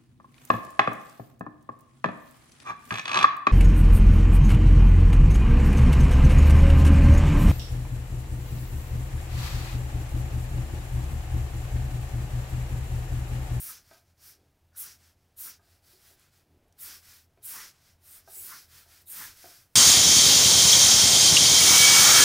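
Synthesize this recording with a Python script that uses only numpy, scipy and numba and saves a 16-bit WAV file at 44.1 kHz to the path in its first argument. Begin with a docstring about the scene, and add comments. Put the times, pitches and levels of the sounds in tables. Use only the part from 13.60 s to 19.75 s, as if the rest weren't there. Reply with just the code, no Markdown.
"""One close microphone at a wooden desk, where a felt-tip marker sketches quick lines on a sheet of paper.
A stroke is already under way at the start: filtered fibre clicks make the nib's hiss and the hand's rub,
and at speed the sheet rasps. Midway come lighter slides, small knocks (decaying desk modes) and paper ticks.
Then the strokes return, closer together, with the hardest knock near the end. Beneath it all, softly, lie
forearm rumbles on the wood and the studio's air and ventilation drone, both made of filtered noise."""
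import sys
import numpy as np
from scipy import signal
from scipy.fft import rfft, irfft
from scipy.io import wavfile
from scipy.ndimage import map_coordinates
from numba import njit

SR = 44100
rng = np.random.default_rng(int(sys.argv[2]) if len(sys.argv) > 2 else 0)


def inscribe(sig):
    """Save sig as 16-bit PCM at rate SR to the path in sys.argv[1].

    A 1-D sig is mono; a 2-D sig holds one channel per row.
    Samples are clipped to [-1, 1] before scaling.
    """
    pcm = np.round(np.clip(np.atleast_2d(sig).T, -1, 1) * 32767)
    wavfile.write(sys.argv[1], SR, pcm.astype(np.int16))


N = 271435
TIME = np.arange(N) / SR  # s
FREQ = np.maximum(np.fft.rfftfreq(N, 1 / SR), 1)  # Hz

# slides of the hand, out with a stroke or back again; the whole rub is later lowered by about 6 dB:
# [fastest_s, speeding_up_s, slowing_down_s, level_db, skin_hz at half speed, skin_db, treble_db]
HAND_SLIDES = [ (.105, 0.17, 0.15, -42.5, 5600, -3, -0.5), (.335, 0.17, 0.13, -54, 5170, -7.5, -2),
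               (.495, 0.099, .07, -67.5, 5400, -5.5, -3), (0.679, 0.13, .125, -50.5, 5460, -2.5, 0.5),
               (.81, 0.13, 0.17, -69.5, 5360, -8, -5), (1.259, 0.14, .145, -44.5, 5630, -2, 1.5),
               (1.455, 0.13, .12, -55.5, 5400, -9, -3), (1.61, 0.091, 0.24, -74, 5500, -1, -1),
               (1.868, 0.12, 0.14, -44, 5540, -2, -2), (2.125, 0.17, 0.12, -60.5, 4770, -6, -1),
               (2.31, 0.12, 0.14, -56, 4870, -4.5, 3), (2.485, 0.16, 0.12, -53, 5133, -8.5, 1),
               (2.62, .085, 0.13, -55.5, 5200, -19, -6), (2.76, .085, 0.12, -59, 5170, -11, -3),
               (3.304, 0.15, .135, -40.5, 5270, -5, 1), (3.505, 0.14, 0.19, -48.5, 5200, -6.5, 1),
               (3.996, .2, 0.16, -38.5, 5470, -5, -2), (4.15, .08, 0.12, -58.5, 5340, -12, -8),
               (4.275, 0.14, .12, -56.5, 5240, -7, -3), (4.556, 0.19, 0.12, -51, 5400, -8, 0.5),
               (4.76, 0.16, 0.084, -53, 5370, -1, 0), (4.935, .19, 0.17, -43, 5140, -3.5, 2),
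               (5.175, 0.13, 0.12, -46.5, 5100, -11, 0), (5.345, 0.13, 0.14, -50, 5100, -8, -0.5),
               (5.631, 0.18, 0.15, -37, 5540, -9.5, -3), (5.859, 0.2, 0.27, -46.5, 5230, -6, 1.5),
               (6.2, 0.14, .12, -61.5, 5400, -11.5, 2.5), ]
# friction colour of the hand on paper: [frequency_hz, density_db per Hz]
HAND_COLOUR = [(100, -5), (300, -6), (700, -10), (1100, -4), (2200, -1), (2900, -2), (4200, -1), (7800, -2),
               (10000, -.5), (13000, .5), (15800, -1)]
# nib strokes: [touch_s, pressing_down_s, hold_s, lifting_s, level_db, ring_hz, ring_db at full pressure]
NIB_STROKES = [ (-.03, 0.033, 0.056, 0.12, -37, 9500, -6), (0.588, 0.084, .015, 0.068, -51.5, 12800, -14),
               (1.152, .044, .004, .1, -35.5, 10340, -8), (1.755, 0.062, 0.021, 0.11, -38, 12700, -10),
               (3.173, 0.056, .004, 0.097, -40, 14300, -20), (3.817, 0.05, 0.014, 0.19, -37.5, 8800, -13),
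               (4.395, 0.15, 0.014, 0.063, -48, 8400, -11), (4.652, 0.15, 0.035, 0.16, -39.5, 7900, -10.5),
               (5.403, 0.016, .004, 0.016, -61, 9000, -16), (5.446, 0.079, 0.052, 0.15, -39, 8960, -8), ]
# friction colour of the felt on paper: [frequency_hz, density_db per Hz]
NIB_COLOUR = [(200, -26), (700, -23.5), (1500, -23.5), (3000, -17.5), (5000, -27), (7000, -7), (7900, -7),
              (8700, -1), (11000, 0), (12800, 1.5), (14500, 0.5), (16000, 1)]
# rasps of the sheet in the fastest part of a stroke; the resonance acts twice:
# [middle_s, half_length_s to 1/e, level_db, resonance_hz, width_hz of one pass]
SHEET_RASPS = [(0.108, 0.021, -53, 1300, 500), (1.16, 0.031, -69, 1440, 500),
               (1.258, 0.022, -58, 1360, 500), (1.88, 0.023, -54, 1360, 600),
               (3.29, 0.056, -61.5, 1370, 900), (3.98, 0.048, -50.5, 1220, 890),
               (4.008, 0.041, -50, 1810, 800), (4.932, 0.039, -49, 1390, 1000),
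               (5.615, 0.047, -50.5, 1190, 890), (5.635, 0.038, -49, 1660, 590)]
# knocks on the desk: [start_s, level_db, favoured_hz, sharp_tick_db]
DESK_KNOCKS = [(0.311, -48, 720, -8), (1.994, -59.5, 840, -23), (2.329, -62, 378, -30),
               (2.503, -61.5, 524, -25), (3.774, -57, 544, -9), (4.675, -46.5, 810, -21),
               (4.767, -55.5, 425, -28), (5.258, -59.5, 760, -25), (5.841, -41, 615, -28)]
# modes of desk and drawing pad: [pitch_hz, level_db before the contact's weighting, t60_s]
DESK_MODES = [(290, -5, 0.077), (368, -3.5, 0.13), (411, -2.5, 0.055), (574, -8.5, 0.053),
              (674.5, 0.5, 0.043), (770, -5.5, 0.045), (897, 0.5, 0.018), (1260, -1.5, 0.045),
              (1580, 8.5, 0.025), (1870, -27, 0.055)]
# the forearm shifts its weight on the desk: [middle_s, half_length_s to 1/e, level_db, rumble_hz]
ARM_SHIFTS = [(0.81, 0.061, -70.5, 366), (1.88, 0.042, -70, 250), (2.966, 0.13, -70.5, 310),
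              (4.346, 0.04, -67, 70), (4.907, 0.066, -66.5, 134), (5.59, 0.049, -66.5, 162),
              (5.73, 0.059, -66, 35)]
# small ticks of the paper: [start_s, level_db, pitch_hz]
PAPER_TICKS = [(2.596, -59, 10000), (2.611, -65, 9000), (3.082, -70, 11000), (3.125, -59.5, 6500)]
# studio air: [frequency_hz, density_db per Hz]
AIR_COLOUR = [(20, -4), (45, 9), (62, -20), (100, -7.5), (140, 2), (200, -6), (350, -5), (500, -9),
              (700, -5), (1100, -14.5), (2500, -17.5), (7000, -27), (16000, -43)]
# ventilation drone: [pitch_hz, width_hz, level_db]
VENT_DRONE = [(83.5, 10.3, -69.5), (123, 11, -80)]

RUB_POWER = 1.93  # the rub's amplitude follows the speed of a slide to this power
REST_DB, REST_SKIN_HZ, REST_SKIN_DB = -73.5, 5460, -13  # the resting hand still creeps a little
SHEET_HZ, SHEET_DB = 1524, -13  # sheet under the hand: pitch at half speed, level against the plain rub
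TREBLE_HZ = 8100  # the angle of the hand colours the rub above this
AIR_DB = -73
TOP_HZ = 15750  # the recorder's upper limit


def undb(db):
    """Decibels to gain."""
    return 10 ** (np.asarray(db) / 20)


def shape(x, gain):
    """Filter by a gain for each frequency; the result has rms 1."""
    y = irfft(rfft(x) * gain, N)
    return y / np.std(y)


def colour(points):
    """Gain for each frequency, drawn between (Hz, dB) points on a logarithmic frequency axis."""
    hz, db = np.transpose(points)
    return undb(np.interp(np.log(FREQ), np.log(hz), db))


def resonance(hz, width_hz):
    """Response of one damped resonance, 1 at its centre."""
    return 1 / (1 + 1j * (FREQ ** 2 - hz ** 2) / (FREQ * width_hz))


def wander(axis_values, step):
    """Smooth chance along time or frequency, new about every step, from values of spread 1."""
    place = (axis_values - axis_values[0]) / step
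    return map_coordinates(rng.standard_normal(4096), [place], order=2, mode="wrap")


def fibres(rate, spread_db):
    """Paper fibres catch and let go: dense tiny clicks of unequal size, rate a second."""
    caught = rng.random(N) < rate / SR
    sign = rng.choice([-1, 1], N)
    size = undb(spread_db * rng.standard_normal(N))
    # a denser stream gets smaller clicks, so the rate alone does not change the level
    return caught * sign * size / np.sqrt(np.minimum(rate / SR, 1))


def bell(middle, half_length):
    """Envelope that swells and fades symmetrically, down to 1/e at the half length."""
    return np.exp(-((TIME - middle) / half_length) ** 2)


@njit
def band(x, hz, width):
    """State-variable band-pass whose centre moves, gain 1 at the centre."""
    y, band_state, low_state = np.empty(len(x)), 0., 0.
    for i in range(len(x)):
        g, damping = np.tan(np.pi * hz[i] / SR), width / hz[i]
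        v = (band_state + g * (x[i] - low_state)) / (1 + g * (g + damping))
        band_state = 2 * v - band_state
        low_state = low_state + 2 * g * v
        y[i] = damping * v
    return y


def ridge(x, hz, width_hz):
    """A moving resonance, passed twice for steep skirts; the result has rms 1."""
    once = band(x, hz, float(width_hz))
    twice = band(once, hz, float(width_hz))
    return twice / np.std(twice)


def glide(fastest, rise_s, fall_s):
    """Speed of one slide, 0 to 1: the arm swings it up and brakes it, each in a quarter sine."""
    ramp = np.interp(TIME, [fastest - rise_s, fastest, fastest + fall_s], [0, 1, 0])
    return np.sin(np.pi / 2 * ramp)


def hand():
    """Skin rubs the paper; a faster slide is louder, crosses more fibres and lifts the resonances a little."""
    power = np.full(N, undb(REST_DB) ** 2)
    tone = np.outer([REST_SKIN_HZ, REST_SKIN_DB, 0], power)
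    # power-weighted tone: the hand's posture passes from one slide to the next
    for fastest, rise_s, fall_s, db, ring_hz, ring_db, top_db in HAND_SLIDES:
        share = (undb(db) * glide(fastest, rise_s, fall_s) ** RUB_POWER) ** 2
        power = power + share
        tone = tone + np.outer([ring_hz, ring_db, top_db], share)
    skin_hz, skin_db, treble_db = tone / power
    loudness = np.sqrt(power)
    speed = np.sqrt(loudness / loudness.max())
    rub, skin, paper = (fibres(12000 + 25000 * speed, spread_db=3) for _ in range(3))
    lift = 1 + .03 * (speed - .5)

    plain = shape(rub, colour(HAND_COLOUR) * undb(.9 * wander(FREQ, 130)))
    treble = irfft(rfft(plain) / (1 + (TREBLE_HZ / FREQ) ** 6), N)
    plain = plain + (undb(treble_db) - 1) * treble
    skin_ring = undb(skin_db) * ridge(skin, skin_hz * lift, 2400)
    sheet_ring = undb(SHEET_DB) * ridge(paper, SHEET_HZ * lift, 900)
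    flutter = undb(-6.0 + .5 * wander(TIME, 0.0097))
    return loudness * flutter * (plain + skin_ring + sheet_ring)


def nib():
    """Felt scratches over the fibres; it rings most around touching down, before it gathers speed."""
    out = np.zeros(N)
    scratch = fibres(15000, spread_db=3.5)
    chatter = fibres(9000, spread_db=3)
    barrel = shape(chatter, resonance(3920, 700) ** 2)  # the pen's barrel sings briefly while the nib bites
    for touch, press_s, hold_s, lift_s, db, ring_hz, ring_db in NIB_STROKES:
        full = touch + press_s
        corners = touch + np.cumsum([0, press_s, hold_s, lift_s])
        pressure = np.interp(TIME, corners, [0, 1, 1, 0])
        pressure = np.sin(pressure * np.pi / 2) ** 2  # the felt gives, so the contact grows gently
        # every tilt of the pen has its own fine pattern of resonances
        hiss = shape(scratch, colour(NIB_COLOUR) * undb(2 * wander(FREQ, 240)))
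        ring_decay = np.exp(-np.maximum(TIME - full, 0) / 0.015)
        ring = shape(chatter, resonance(ring_hz, 450) ** 2) * ring_decay
        bite = undb(-16.0) * (1 - pressure) * (TIME < full) * barrel
        out += undb(db) * pressure * (hiss + undb(ring_db) * pressure * ring + bite)
    return out * undb(.8 * wander(TIME, .004))


def sheet():
    """Quick strokes shake the whole sheet, which answers with a low rasp full of close resonances."""
    out = np.zeros(N)
    drag = fibres(12000, spread_db=3)
    stiff = 1 / np.sqrt(1 + (900 / FREQ) ** 12)  # the desk holds the slow bending still
    damped = 1 / np.sqrt(1 + (FREQ / 2100) ** 10)  # the sheets below soak up the quick bending
    for middle, half_length, db, hz, width in SHEET_RASPS:
        close_resonances = undb(2.3 * wander(FREQ, 68.7))
        rasp = shape(drag, stiff * damped * resonance(hz, width) ** 2 * close_resonances)
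        out += undb(db) * bell(middle, half_length) * rasp
    return out


def knocks():
    """Pen and knuckles bump the desk; each contact favours some of its modes, and the room answers."""
    out, t = np.zeros(N + SR), TIME[:SR // 2]
    hz, db, t60 = np.transpose(DESK_MODES)[:, :, None]
    crack = shape(rng.standard_normal(N), resonance(1500, 2000) ** 2)[:len(t)] * np.exp(-t / 0.0047)
    push = 1 - np.exp(-t / .0015)  # the modes take a moment to start
    for s, level_db, focus_hz, tick_db in DESK_KNOCKS:
        contact = 1 / np.hypot(1, 2.1 * (hz / focus_hz - focus_hz / hz))
        phase = rng.random(hz.shape)  # each spot on the desk meets the modes differently
        modes = contact * undb(db - 60 * t / t60) * np.sin(2 * np.pi * (hz * t + phase))
        ring = push * np.sum(modes, axis=0)
        direct = ring / np.abs(ring).max() + undb(tick_db) * crack
        # room answer: noise from 5 ms on, decaying by 60 dB in 0.31 s
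        room = rng.standard_normal(len(t)) * undb(-60 * t / 0.31) * (t > .005)
        answer = signal.fftconvolve(direct, room / np.linalg.norm(room))[:len(t)]
        start = int(s * SR)
        out[start:start + len(t)] += undb(level_db) * (direct + undb(-0.5) * answer)
    return out[:N]


def burst(s, decay_s):
    """Envelope that starts at once and dies away."""
    return (TIME >= s) * np.exp(-np.abs(TIME - s) / decay_s)


def ticks():
    """The paper gives tiny dry ticks under the fingers: short bursts of band-passed noise."""
    noise = rng.standard_normal(N)
    return sum(undb(db) * burst(s, 0.0023) * shape(noise, resonance(hz, 3400))
               for s, db, hz in PAPER_TICKS)


def forearm():
    """The arm rolls on the wood, and the desk top rumbles softly as broadly resonant noise."""
    drag = rng.standard_normal(N)
    return sum(undb(db) * bell(middle, half_length) * shape(drag, resonance(hz, 0.83 * hz) ** 2)
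               for middle, half_length, db, hz in ARM_SHIFTS)


def studio():
    """Soft air noise with the unsteady low drone of ventilation, made of narrow noise bands."""
    air_level = undb(AIR_DB + .5 * wander(TIME, 0.45))
    air = air_level * shape(rng.standard_normal(N), colour(AIR_COLOUR))
    drone = sum(undb(db) * shape(rng.standard_normal(N), resonance(hz, width))
                for hz, width, db in VENT_DRONE)
    return air + drone


def scene():
    """One microphone hears everything, the same in both channels."""
    mono = hand() + nib() + sheet() + knocks() + ticks() + forearm() + studio()
    return np.array([mono, mono])


def record(dry):
    """The recorder cuts the top steeply, with an elliptic low-pass."""
    return signal.sosfilt(signal.ellip(12, .1, 80, TOP_HZ, fs=SR, output="sos"), dry)


dry = scene()
out = record(dry)
inscribe(out)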